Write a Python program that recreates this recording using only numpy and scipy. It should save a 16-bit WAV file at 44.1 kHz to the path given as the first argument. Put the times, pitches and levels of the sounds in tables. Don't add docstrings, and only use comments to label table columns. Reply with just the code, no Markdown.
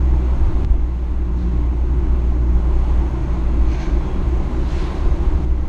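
import sys
import numpy as np
from scipy import signal
from scipy.fft import rfft, irfft
from scipy.io import wavfile
from scipy.ndimage import uniform_filter1d

SR = 44100
rng = np.random.default_rng(int(sys.argv[2]) if len(sys.argv) > 2 else 0)


def to_wav(sig):
    pcm = np.clip(np.atleast_2d(sig), -1, 1) * 32767
    pcm = np.round(pcm).astype(np.int16)
    wavfile.write(sys.argv[1], SR, pcm.T)


def volts_from_db(level):
    exponent = np.asarray(level, float) / 20
    return 10 ** exponent


N = 250488


def unit(x):
    return x / np.sqrt(np.mean(x ** 2))


def walk(rate):
    hold = int(SR / rate)
    levels = np.repeat(rng.standard_normal(N // hold + 1), hold)
    slewed = uniform_filter1d(uniform_filter1d(levels, hold), hold)[:N]
    return unit(slewed - slewed.mean())


def swells(events, rest_db, fade_db_per_s):
    t = np.arange(N) / SR
    db = np.full(N, 1. * rest_db)
    for s, top_db in events:
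        db = np.maximum(db, top_db - fade_db_per_s * np.abs(t - s))
    return volts_from_db(db)


def shape(x, points, lifts=()):
    hz = np.maximum(np.fft.rfftfreq(N, 1 / SR), 1)
    point_hz, point_db = np.transpose(points)
    db = np.interp(np.log(hz), np.log(point_hz), point_db, left=-120, right=-120)
    for center, width, lift in lifts:
        db = db + lift / (1 + (2 * (hz - center) / width) ** 2)
    return unit(irfft(rfft(x) * volts_from_db(db), N))


def evened(x, span_s, share):
    power = uniform_filter1d(x ** 2, max(int(span_s * SR), 1))
    return unit(x / power ** (share / 2))


def restless(swell_db, flicker_db, rate):
    hz = np.maximum(np.fft.rfftfreq(N, 1 / SR), 1)
    out = 0
    swell = walk(rate / 2)
    for octave in np.arange(8.5, 14.5, .5):
        bell = np.cos(np.pi * np.clip(np.log2(hz) - octave, -.5, .5))
        band = irfft(rfft(rng.standard_normal(N)) * bell, N)
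        out = out + band * volts_from_db(swell_db * swell + flicker_db * walk(rate))
    return out


def engine():
    # t/s, f/Hz, level/dB
    revs = [(0.0, 64.3, -15), (0.14, 61.37, -14), (0.319, 60.74, -18.5), (1.31, 59.83, -19.5),
            (1.44, 59.97, -17), (2.04, 60.1, -16.5), (2.6, 58.74, -13), (2.96, 58.7, -17), (3.2, 58.6, -21),
            (3.67, 57.12, -14), (3.86, 57.7, -30), (3.95, 57.64, -13), (4.16, 59.5, -34),
            (4.25, 59.8, -21.5), (4.71, 61.45, -22.5), (5.25, 60.52, -23.5), (5.39, 61.1, -16),
            (5.68, 60.5, -24)]
    # multiple of the firing rate, level/dB, wander/dB
    orders = [(1, 0, .5), (2, -24, 4), (5, -26, 4)]
    # t/s, level/dB
    buzzes = [(0, -33), (.32, -32), (.8, -36), (1.46, -26), (2.04, -35.5), (2.56, -29.5), (2.96, -36.5),
              (3.34, -31), (3.95, -44), (4.2, -32.5), (4.71, -40), (5.25, -34.5), (5.68, -38.5)]
    s, *columns = np.transpose(revs)
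    hz, drone_db = (np.interp(np.arange(N) / SR, s, column) for column in columns)
    phase = 2 * np.pi * np.cumsum(hz * (1 + 0.0032 * walk(8))) / SR
    drone = 0
    for multiple, order_db, wander_db in orders:
        drone = drone + volts_from_db(order_db + wander_db * walk(5.6)) * np.sin(multiple * phase)
    buzz = np.sin(3 * phase) * swells(buzzes, rest_db=-50, fade_db_per_s=72)
    return np.sqrt(2) * (drone * volts_from_db(drone_db - 1) + buzz * volts_from_db(-2.5))


def cabin():
    # f/Hz, width/Hz, level/dB
    resonances = [(124.4, 35.5, -1.5), (152.3, 30, -3), (185.7, 23.5, -2.5), (238.8, 42.4, -7.5),
                  (301.5, 52.5, -6.5), (333.5, 31.3, -4.5), (368, 37.6, -6.5)]
    hz = np.fft.rfftfreq(N, 1 / SR)
    rings = 0
    for center, width, db in resonances:
        gain = volts_from_db(db + .6 * walk(4))
        response = 1 / (1 + (2 * (hz - center) / width) ** 2)
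        rings = rings + gain * irfft(rfft(rng.standard_normal(N)) * response, N)
    return unit(rings)


def road():
    # f/Hz, level/dB per Hz
    boom_color = [(8, -19), (16, -4), (24, 4.5), (32, -6.5), (42, -8), (55, -23)]
    # f/Hz, level/dB per Hz
    shake_color = [(32, -18.5), (45, -1.5), (52, -4), (60, -6.5), (68, -1), (75, -3.5), (88, -15),
                   (100, -14.5), (112, -28)]
    # f/Hz, level/dB per Hz
    hiss_color = [(240, -31), (400, -2.5), (500, -4), (589, -2), (663, -4.5), (781, -4), (1040, -6.5),
                  (1620, -15), (1990, -15.5), (4190, -28), (4860, -32.5), (6440, -32.5), (7050, -34.5),
                  (12400, -48), (14000, -50)]
    # f/Hz, width/Hz, lift/dB
    case = [(692, 15, -2.5), (894, 190, 2), (1006, 30, -5.5), (1034, 65, 5.5), (1460, 12, 2.5),
            (1560, 51, 1), (1800, 54, -6), (2070, 200, 0.5), (2660, 46, 2), (3140, 20, -5),
            (4270, 500, 1.5), (6480, 230, 6), (10200, 400, -6), (11400, 1200, 2)]
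    # t/s, level/dB
    heaves = [(.12, -18), (.48, -12.5), (.76, -16), (1.16, -21), (1.32, -26.5), (1.6, -22.5), (1.85, -22),
              (2.11, -18.5), (2.32, -20), (2.55, -19.5), (2.78, -16), (2.96, -18), (3.28, -20.5),
              (3.48, -19), (3.65, -18), (3.93, -16.5), (4.18, -20), (4.4, -21), (4.6, -20.5), (4.8, -20),
              (5.08, -16), (5.3, -16.5), (5.53, -18.5), (5.68, -19)]
    # t/s, level/dB
    patches = [(0, -31.5), (.48, -22.5), (.65, -23), (1.16, -30), (1.41, -29.5), (1.7, -31), (2.0, -27),
               (2.29, -30.5), (2.6, -26.5), (2.96, -27), (3.28, -28.5), (3.65, -28), (4.28, -23),
               (4.71, -27.5), (5.08, -24.5), (5.3, -24), (5.5, -27.5)]
    # start t/s, end t/s
    stretch_s = [
        (-1, .648),
        (.648, 3.4),
        (3.4, 4.9),
        (4.9, 5.45),
        (5.45, 5.68),
    ]
    # first level/dB, last level/dB
    stretch_db = [
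        (-41, -40),
        (-45.5, -38),
        (-38.5, -37),
        (-36, -38.5),
        (-43.5, -42.5),
    ]
    t = np.arange(N) / SR
    hiss_db = np.zeros(N)
    for (start, end), ends_db in zip(stretch_s, stretch_db):
        hiss_db = np.where(t >= start, np.interp(t, [start, end], ends_db), hiss_db)

    boom = evened(shape(rng.standard_normal(N), boom_color), span_s=0.065, share=0.73)
    shake = evened(shape(rng.standard_normal(N), shake_color), span_s=.12, share=0.49)
    hiss = shape(restless(swell_db=-0.62, flicker_db=0.57, rate=12), hiss_color, case)
    rumble = cabin()

    rumble_db = np.minimum(-33 + 0.68 * (hiss_db + 40.5), -32) + 0.85 * walk(6.034)
    out = boom * volts_from_db(1.7) * swells(heaves, rest_db=-39, fade_db_per_s=90)
    out = out + rumble * volts_from_db(rumble_db + 4)
    out = out + shake * volts_from_db(5.5) * swells(patches, rest_db=-44, fade_db_per_s=58)
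    return out + hiss * volts_from_db(hiss_db + 1.68)


def bumps():
    # t/s, level/dB, f/Hz, t60/s
    joints = [
        (.437, -9, 62, .12),
        (.474, -8, 30, .2),
        (.46, -16, 110, .12),
        (.697, .8, 57, .16),
        (.752, -8, 40, .15),
        (.741, -21, 660, .015),
        (2.32, -30, 700, .03),
        (4.72, -20, 128, .15),
    ]
    out = np.zeros(N)
    for s, db, hz, t60 in joints:
        age = np.maximum(np.arange(N) / SR - s, 0)
        onset = 1 - np.exp(-age * hz * 2)
        decay = np.exp(-np.log(1000) * age / t60)
        out += volts_from_db(db) * onset * decay * np.sin(2 * np.pi * hz * age)
    return out


def abreast(s, approach_s, leave_s):
    age = np.arange(N) / SR - s
    return (1 + (age / np.where(age < 0, approach_s, leave_s)) ** 2) ** -1.19


def passers():
    # front axle abreast t/s, rear axle later by t/s
    abreast_s = [
        (1.385, .04),
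        (3.73, .087),
        (4.74, .055),
    ]
    # level/dB, rear axle level/dB, approach/s, leave/s
    vehicles = [
        (-56, -4, .008, .04),
        (-42, 2, .022, 0.038),
        (-41.5, -2.5, 0.039, 0.082),
    ]
    # f/Hz, width/Hz, lift/dB
    voices = [
        [(4100, 500, 7.5), (5500, 1500, 4)],
        [(1050, 80, 6), (1570, 130, 9.5), (2300, 560, 8.5), (4270, 300, 6), (6300, 730, 10.5)],
        [(1549.5, 149, 6.5), (4000, 990, 2.5), (5330, 640, -2), (10000, 3500, 7)],
    ]
    # f/Hz, level/dB per Hz
    swish_color = [(500, -23.5), (900, -22), (1500, -6.5), (2500, -6.5), (4000, -10.5), (6000, -16.5),
                   (8000, -26), (11000, -40), (14500, -54)]
    # start t/s, end t/s, f/Hz, width/Hz, level/dB
    belt = (3.95, 4.22, 3310, 100, -58)
    t = np.arange(N) / SR
    air = restless(swell_db=-0.55, flicker_db=1.0, rate=25)
    out = 0
    for (s, rear_s), (db, rear_db, approach_s, leave_s), voice in zip(abreast_s, vehicles, voices):
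        front = abreast(s, approach_s, leave_s)
        rear = volts_from_db(2 * rear_db) * abreast(s + rear_s, approach_s, leave_s)
        out = out + volts_from_db(db) * np.sqrt(front + rear) * shape(air, swish_color, voice)

    start, end, hz, width, db = belt
    band = [(hz - width, -20), (hz, 0), (hz + width, -20)]
    whine = evened(shape(rng.standard_normal(N), band), span_s=.02, share=.7)
    passing = np.sin(np.pi * np.clip((t - start) / (end - start), 0, 1))
    return out + volts_from_db(db) * whine * passing


def scene():
    fade_in = np.minimum(np.arange(N) / SR / .004, 1)
    return ((engine() + road() + passers() + bumps()) * fade_in)[None]


def thin_treble(x, from_hz, top_hz, wander_hz, share, hole_db, coarse):
    hz, t, z = signal.stft(x, SR, nperseg=2048)
    chance = rng.random((len(hz) // 8 + 1, len(t) // 2 + 1))
    chance = np.kron(chance, np.ones((8, 2)))[:len(hz), :len(t)]
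    thrift = np.clip((hz[:, None] - from_hz) / 3000, 0, 1)
    holes = volts_from_db(hole_db * np.clip((share * thrift - chance) / .05, 0, 1))
    nearby = uniform_filter1d(np.abs(z), size=16, axis=1)
    weak = np.abs(z) < coarse * thrift * nearby
    steps = np.round(walk(15)[np.minimum(t * SR, N - 1).astype(int)])
    below_edge = hz[:, None] < top_hz + wander_hz * steps
    return signal.istft(z * holes * ~weak * below_edge, SR, nperseg=2048)[1][..., :N]


def clicks():
    # t/s, step level/dB
    jumps = [
        (.6481, -16),
        (5.4495, -34),
    ]
    t = np.arange(N) / SR
    steps = 0
    for s, db in jumps:
        steps = steps + volts_from_db(db) * (t >= s) * np.exp(-np.maximum(t - s, 0) / 0.0024)
    return uniform_filter1d(steps, size=4)


def top_cut(x):
    return signal.sosfilt(signal.butter(12, 14110, fs=SR, output="sos"), x)


def record(dry):
    thinned = thin_treble(dry, from_hz=6000, top_hz=13900, wander_hz=350, share=.15, hole_db=-17.5, coarse=0.81)
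    return top_cut(thinned + clicks())


dry = scene()
out = record(dry)
to_wav(out)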